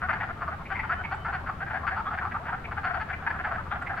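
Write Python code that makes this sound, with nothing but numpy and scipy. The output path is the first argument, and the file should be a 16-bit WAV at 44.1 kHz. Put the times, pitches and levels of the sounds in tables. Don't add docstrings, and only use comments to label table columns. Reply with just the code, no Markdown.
import sys
import numpy as np
from scipy import signal
from scipy.fft import rfft, irfft
from scipy.io import wavfile
from scipy.ndimage import map_coordinates

SR = 44100
rng = np.random.default_rng(int(sys.argv[2]) if len(sys.argv) > 2 else 0)


def master_out(mix):
    frames = np.transpose(np.atleast_2d(mix))
    ceiling = np.clip(frames, -1, 1)
    pcm = np.round(ceiling * 32767).astype(np.int16)
    wavfile.write(sys.argv[1], SR, pcm)


N = 176400


def undb(db):
    return 10 ** (np.asarray(db) / 20)


def level(x, db):
    return x * undb(db) / np.sqrt(np.mean(x ** 2))


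def add(out, x, start):
    i = int(np.clip(start * SR, 0, N - 1))
    out[:, i:i + x.shape[1]] += x[:, :N - i]


def pan(left_db):
    return undb(np.array([[left_db], [-left_db]]) / 2)


def resonance(f, hz, width_hz):
    return 1j * f * width_hz / (hz ** 2 - f ** 2 + 1j * f * width_hz)


def steep(s, order):
    return 1 / np.polyval(signal.butter(order, 1, analog=True)[1], s)


def background():
    # f/Hz, relative level/dB
    air_curve = [(20, -1.5), (50, 1.5), (110, 2.5), (180, -2), (300, -10), (550, -13.5), (2000, -21),
                 (6000, -45), (16000, -53)]
    hz, db = np.array(air_curve).T
    f = np.maximum(np.fft.rfftfreq(N, 1 / SR), 1)
    tone = undb(np.interp(np.log(f), np.log(hz), db))
    mid, side, hum = rfft(rng.standard_normal((3, N)))
    side = side * np.clip(0.087 + f / 4160, 0, 1)
    air = irfft(np.array([mid + side, mid - side]) * tone)
    drone = irfft(hum * resonance(f, hz=78.5, width_hz=6.9) ** 2)
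    return (level(air, db=-41) + level(drone, db=-45.5)) * pan(left_db=1.45)


def woods(x, t60_s=0.44, build_s=0.0073, wet_db=-7):
    t = np.arange(SR) / SR
    envelope = np.exp(-np.log(1000) * t / t60_s) * np.minimum(t / build_s, 1)
    tail = rng.standard_normal((2, SR)) * envelope
    tail *= undb(wet_db) / np.sqrt(np.sum(tail ** 2) / 2)
    return signal.fftconvolve(x, tail, axes=1)[:, :N]


def bird_notes(notes, length_s, from_hz, to_hz):
    out = np.zeros((2, N))
    progress = np.linspace(0, 1, int(length_s * SR))
    hz = from_hz + (to_hz - from_hz) * progress * (2 - progress)
    note = np.sin(2 * np.pi * np.cumsum(hz) / SR) * np.sin(np.pi * progress)
    for start, db in notes:
        add(out, level(note, db) * pan(0), start)
    return out


def birds():
    # t/s, level/dB
    whistles = [(.67, -64), (.8, -66), (.93, -63.5), (1.15, -62)]
    # t/s, level/dB
    chips = [(1.143, -70), (3.817, -69)]
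    return (bird_notes(whistles, length_s=.12, from_hz=2980, to_hz=3060)
            + bird_notes(chips, length_s=.02, from_hz=6200, to_hz=8100))


def click_run(f, length_s, throat_hz, jitter, swell_peak):
    gap_scatter, size_scatter = rng.standard_normal((2, 32))
    settled_s = 2 / throat_hz
    slow_start = 1 + .45 * np.exp(-np.arange(32) * settled_s / 0.00601)
    gaps = settled_s * slow_start * np.exp(jitter * gap_scatter)
    times = np.cumsum(gaps) - gaps
    swell = np.interp(times / length_s, [0, swell_peak, 1], [.62, 1, .38])
    sizes = swell * undb(2.5 * size_scatter)
    sounding = times < length_s
    return sizes[sounding] @ np.exp(-2j * np.pi * np.outer(times[sounding], f))


def croak(length_s, sac_db, sac_hz, throat_db, throat_hz, kind="plain"):
    voices = {"plain": (.075, 0.42, 1.62, 4502.5, -39.5), "hoarse": (0.07, .4, 3.8, 4347, -32),
              "sharp": (0.17, 0.33, 3, 4450, -35.5), "shrill": (.04, .45, 1.7, 3350, -26)}
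    jitter, swell_peak, edge_ratio, rasp_hz, rasp_db = voices[kind]
    size, ceiling_hz, throat_lag_s, glide = 4096, 2453, 0.00027, .07
    f = np.maximum(np.fft.rfftfreq(size, 1 / SR), 1)
    clicks = click_run(f, length_s, throat_hz, jitter, swell_peak)
    clicks = clicks * steep(628 / (1j * f), order=7)
    detune, damping, lag, side = rng.standard_normal(4)
    dull = steep(1j * f / min(edge_ratio * sac_hz, ceiling_hz), order=5)
    overtone_hz = min(1.39 * sac_hz, ceiling_hz) * np.exp(.08 * detune)
    sac = resonance(f, sac_hz, width_hz=218 * np.exp(.35 * damping)) * dull
    throat = resonance(f, throat_hz, width_hz=66) * dull * np.exp(-2j * np.pi * f * throat_lag_s)
    overtone = -resonance(f, overtone_hz, width_hz=140) * dull
    rasp = resonance(f, rasp_hz, width_hz=520) ** 2
    layers = [(sac, sac_db), (throat, throat_db), (overtone, sac_db - 25.5), (rasp, sac_db + rasp_db)]
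    voice = sum(level(irfft(clicks * shape), db) for shape, db in layers)
    voice *= np.sqrt(length_s * SR / size)
    progress = np.minimum(np.arange(size) / (length_s * SR), 1)
    speed = 1 + glide * (progress - .5)
    left = map_coordinates(voice, [np.cumsum(speed)])
    ear_lag_s = .00005 * (1 + lag)
    right = irfft(rfft(left) * np.exp(-2j * np.pi * f * ear_lag_s))
    return np.array([left, right]) * pan(left_db=2.5 + 1.8 * side)


def far_frogs(per_s=30):
    out = np.zeros((2, N))
    for start in np.arange(0, N / SR, 1 / per_s):
        late, loud, sac, throat = rng.standard_normal(4)
        call = croak(length_s=.035, sac_db=-47 + 2 * loud, sac_hz=1260 * np.exp(0.14 * sac),
                     throat_db=-51.5 + 2 * loud, throat_hz=780 * np.exp(0.1293 * throat))
        add(out, call, start + .5 * late / per_s)
    return out


def near_frogs():
    # t/s, length/s, sac level/dB, sac f/Hz, throat level/dB, throat f/Hz, voice if not plain
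    croaks = [(0.018, 0.049, -30, 1390, -39, 740), (0.087, 0.028, -25, 1400, -38, 690),
              (0.105, 0.024, -35, 2080, -39, 800), (0.128, 0.02, -30, 1580, -34, 900, 'hoarse'),
              (0.156, 0.016, -32, 1490, -41, 670), (0.203, 0.021, -31, 1770, -34, 860),
              (0.226, 0.026, -31, 1430, -37, 760), (0.29, 0.027, -34, 1410, -41, 720),
              (0.408, 0.039, -32, 1280, -42, 720), (0.474, 0.025, -30, 1230, -40, 680),
              (0.506, 0.042, -38, 1420, -41, 790), (0.654, 0.019, -43, 2280, -51, 800),
              (0.703, 0.041, -32, 1480, -36, 780), (0.748, 0.036, -36, 2120, -41, 980, 'sharp'),
              (0.792, 0.022, -31, 2100, -37, 920, 'sharp'), (0.832, 0.027, -34, 1430, -40, 880),
              (0.895, 0.025, -26, 1360, -41, 700), (0.919, 0.023, -27, 1520, -35, 710),
              (0.985, 0.037, -36, 1480, -42, 740), (1.038, 0.024, -35, 2250, -39, 920, 'sharp'),
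              (1.112, 0.035, -31, 1390, -33, 830, 'hoarse'), (1.248, 0.026, -30, 1390, -36, 920),
              (1.275, 0.037, -33, 1470, -37, 810), (1.323, 0.047, -31, 1440, -37, 770, 'hoarse'),
              (1.463, 0.024, -34, 1450, -45, 900), (1.486, 0.021, -29, 1250, -36, 860),
              (1.605, 0.037, -33, 1510, -38, 770), (1.665, 0.025, -37, 1610, -46, 770),
              (1.7, 0.027, -34, 1520, -38, 850), (1.733, 0.049, -32, 1600, -35, 740, 'sharp'),
              (1.832, 0.03, -34, 1170, -40, 780), (1.868, 0.029, -26.5, 1400, -39, 990, 'sharp'),
              (1.905, 0.045, -33.5, 1660, -37, 760, 'hoarse'), (1.958, 0.056, -32, 1330, -35, 870, 'sharp'),
              (2.055, 0.038, -30, 1230, -41, 830, 'shrill'), (2.105, 0.027, -33, 1350, -37, 810),
              (2.133, 0.027, -34, 1520, -37, 750), (2.175, 0.027, -33, 1630, -43, 870),
              (2.213, 0.029, -31, 1330, -38, 900), (2.245, 0.035, -31, 1280, -36, 830),
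              (2.313, 0.019, -37, 1770, -46, 750), (2.342, 0.028, -29, 1270, -35, 870),
              (2.455, 0.025, -35, 1480, -42, 710), (2.48, 0.027, -33, 1560, -34, 910),
              (2.522, 0.035, -31, 1410, -36, 790), (2.643, 0.02, -39, 2330, -47, 740),
              (2.712, 0.022, -33, 1360, -40, 800), (2.768, 0.031, -32, 1450, -36, 830),
              (2.833, 0.035, -29, 1390, -36, 770, 'hoarse'), (2.862, 0.028, -29, 1490, -37, 770, 'hoarse'),
              (2.892, 0.035, -32, 1430, -37, 720), (2.935, 0.027, -31, 1400, -36, 800, 'hoarse'),
              (2.963, 0.024, -34, 1460, -35, 730), (3.0, 0.032, -32, 1470, -38, 890, 'hoarse'),
              (3.09, 0.03, -33, 1570, -41, 760), (3.127, 0.024, -35, 1520, -44, 720),
              (3.129, 0.02, -36, 2230, -51, 740), (3.213, 0.02, -39, 1300, -41, 770),
              (3.265, 0.02, -25, 1620, -31, 920, 'sharp'), (3.298, 0.02, -29.5, 1650, -36, 880, 'sharp'),
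              (3.324, 0.052, -38, 1380, -45, 750), (3.388, 0.026, -32, 1480, -40, 730),
              (3.44, 0.024, -29, 1590, -34, 840), (3.464, 0.033, -33, 1330, -37, 740),
              (3.51, 0.027, -30, 1340, -35, 690), (3.54, 0.027, -34, 1570, -39, 720),
              (3.572, 0.04, -35, 1370, -42, 950), (3.709, 0.031, -30, 1380, -36, 830, 'shrill'),
              (3.745, 0.032, -35, 1440, -37, 800), (3.812, 0.025, -33, 1410, -41, 750),
              (3.863, 0.022, -36, 2080, -43, 820), (3.895, 0.032, -33, 1630, -35, 750),
              (3.933, 0.019, -34, 1380, -39, 780), (3.968, 0.026, -33, 1530, -41, 740, 'hoarse')]
    out = np.zeros((2, N))
    for start, *call in croaks:
        add(out, croak(*call), start)
    return out


def scene():
    bed = background()
    calls = birds() + near_frogs() + far_frogs()
    return bed + woods(calls) + calls


def record(dry, top_hz=15700):
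    return signal.sosfilt(signal.ellip(10, .2, 70, top_hz, fs=SR, output="sos"), dry)


dry = scene()
out = record(dry)
master_out(out)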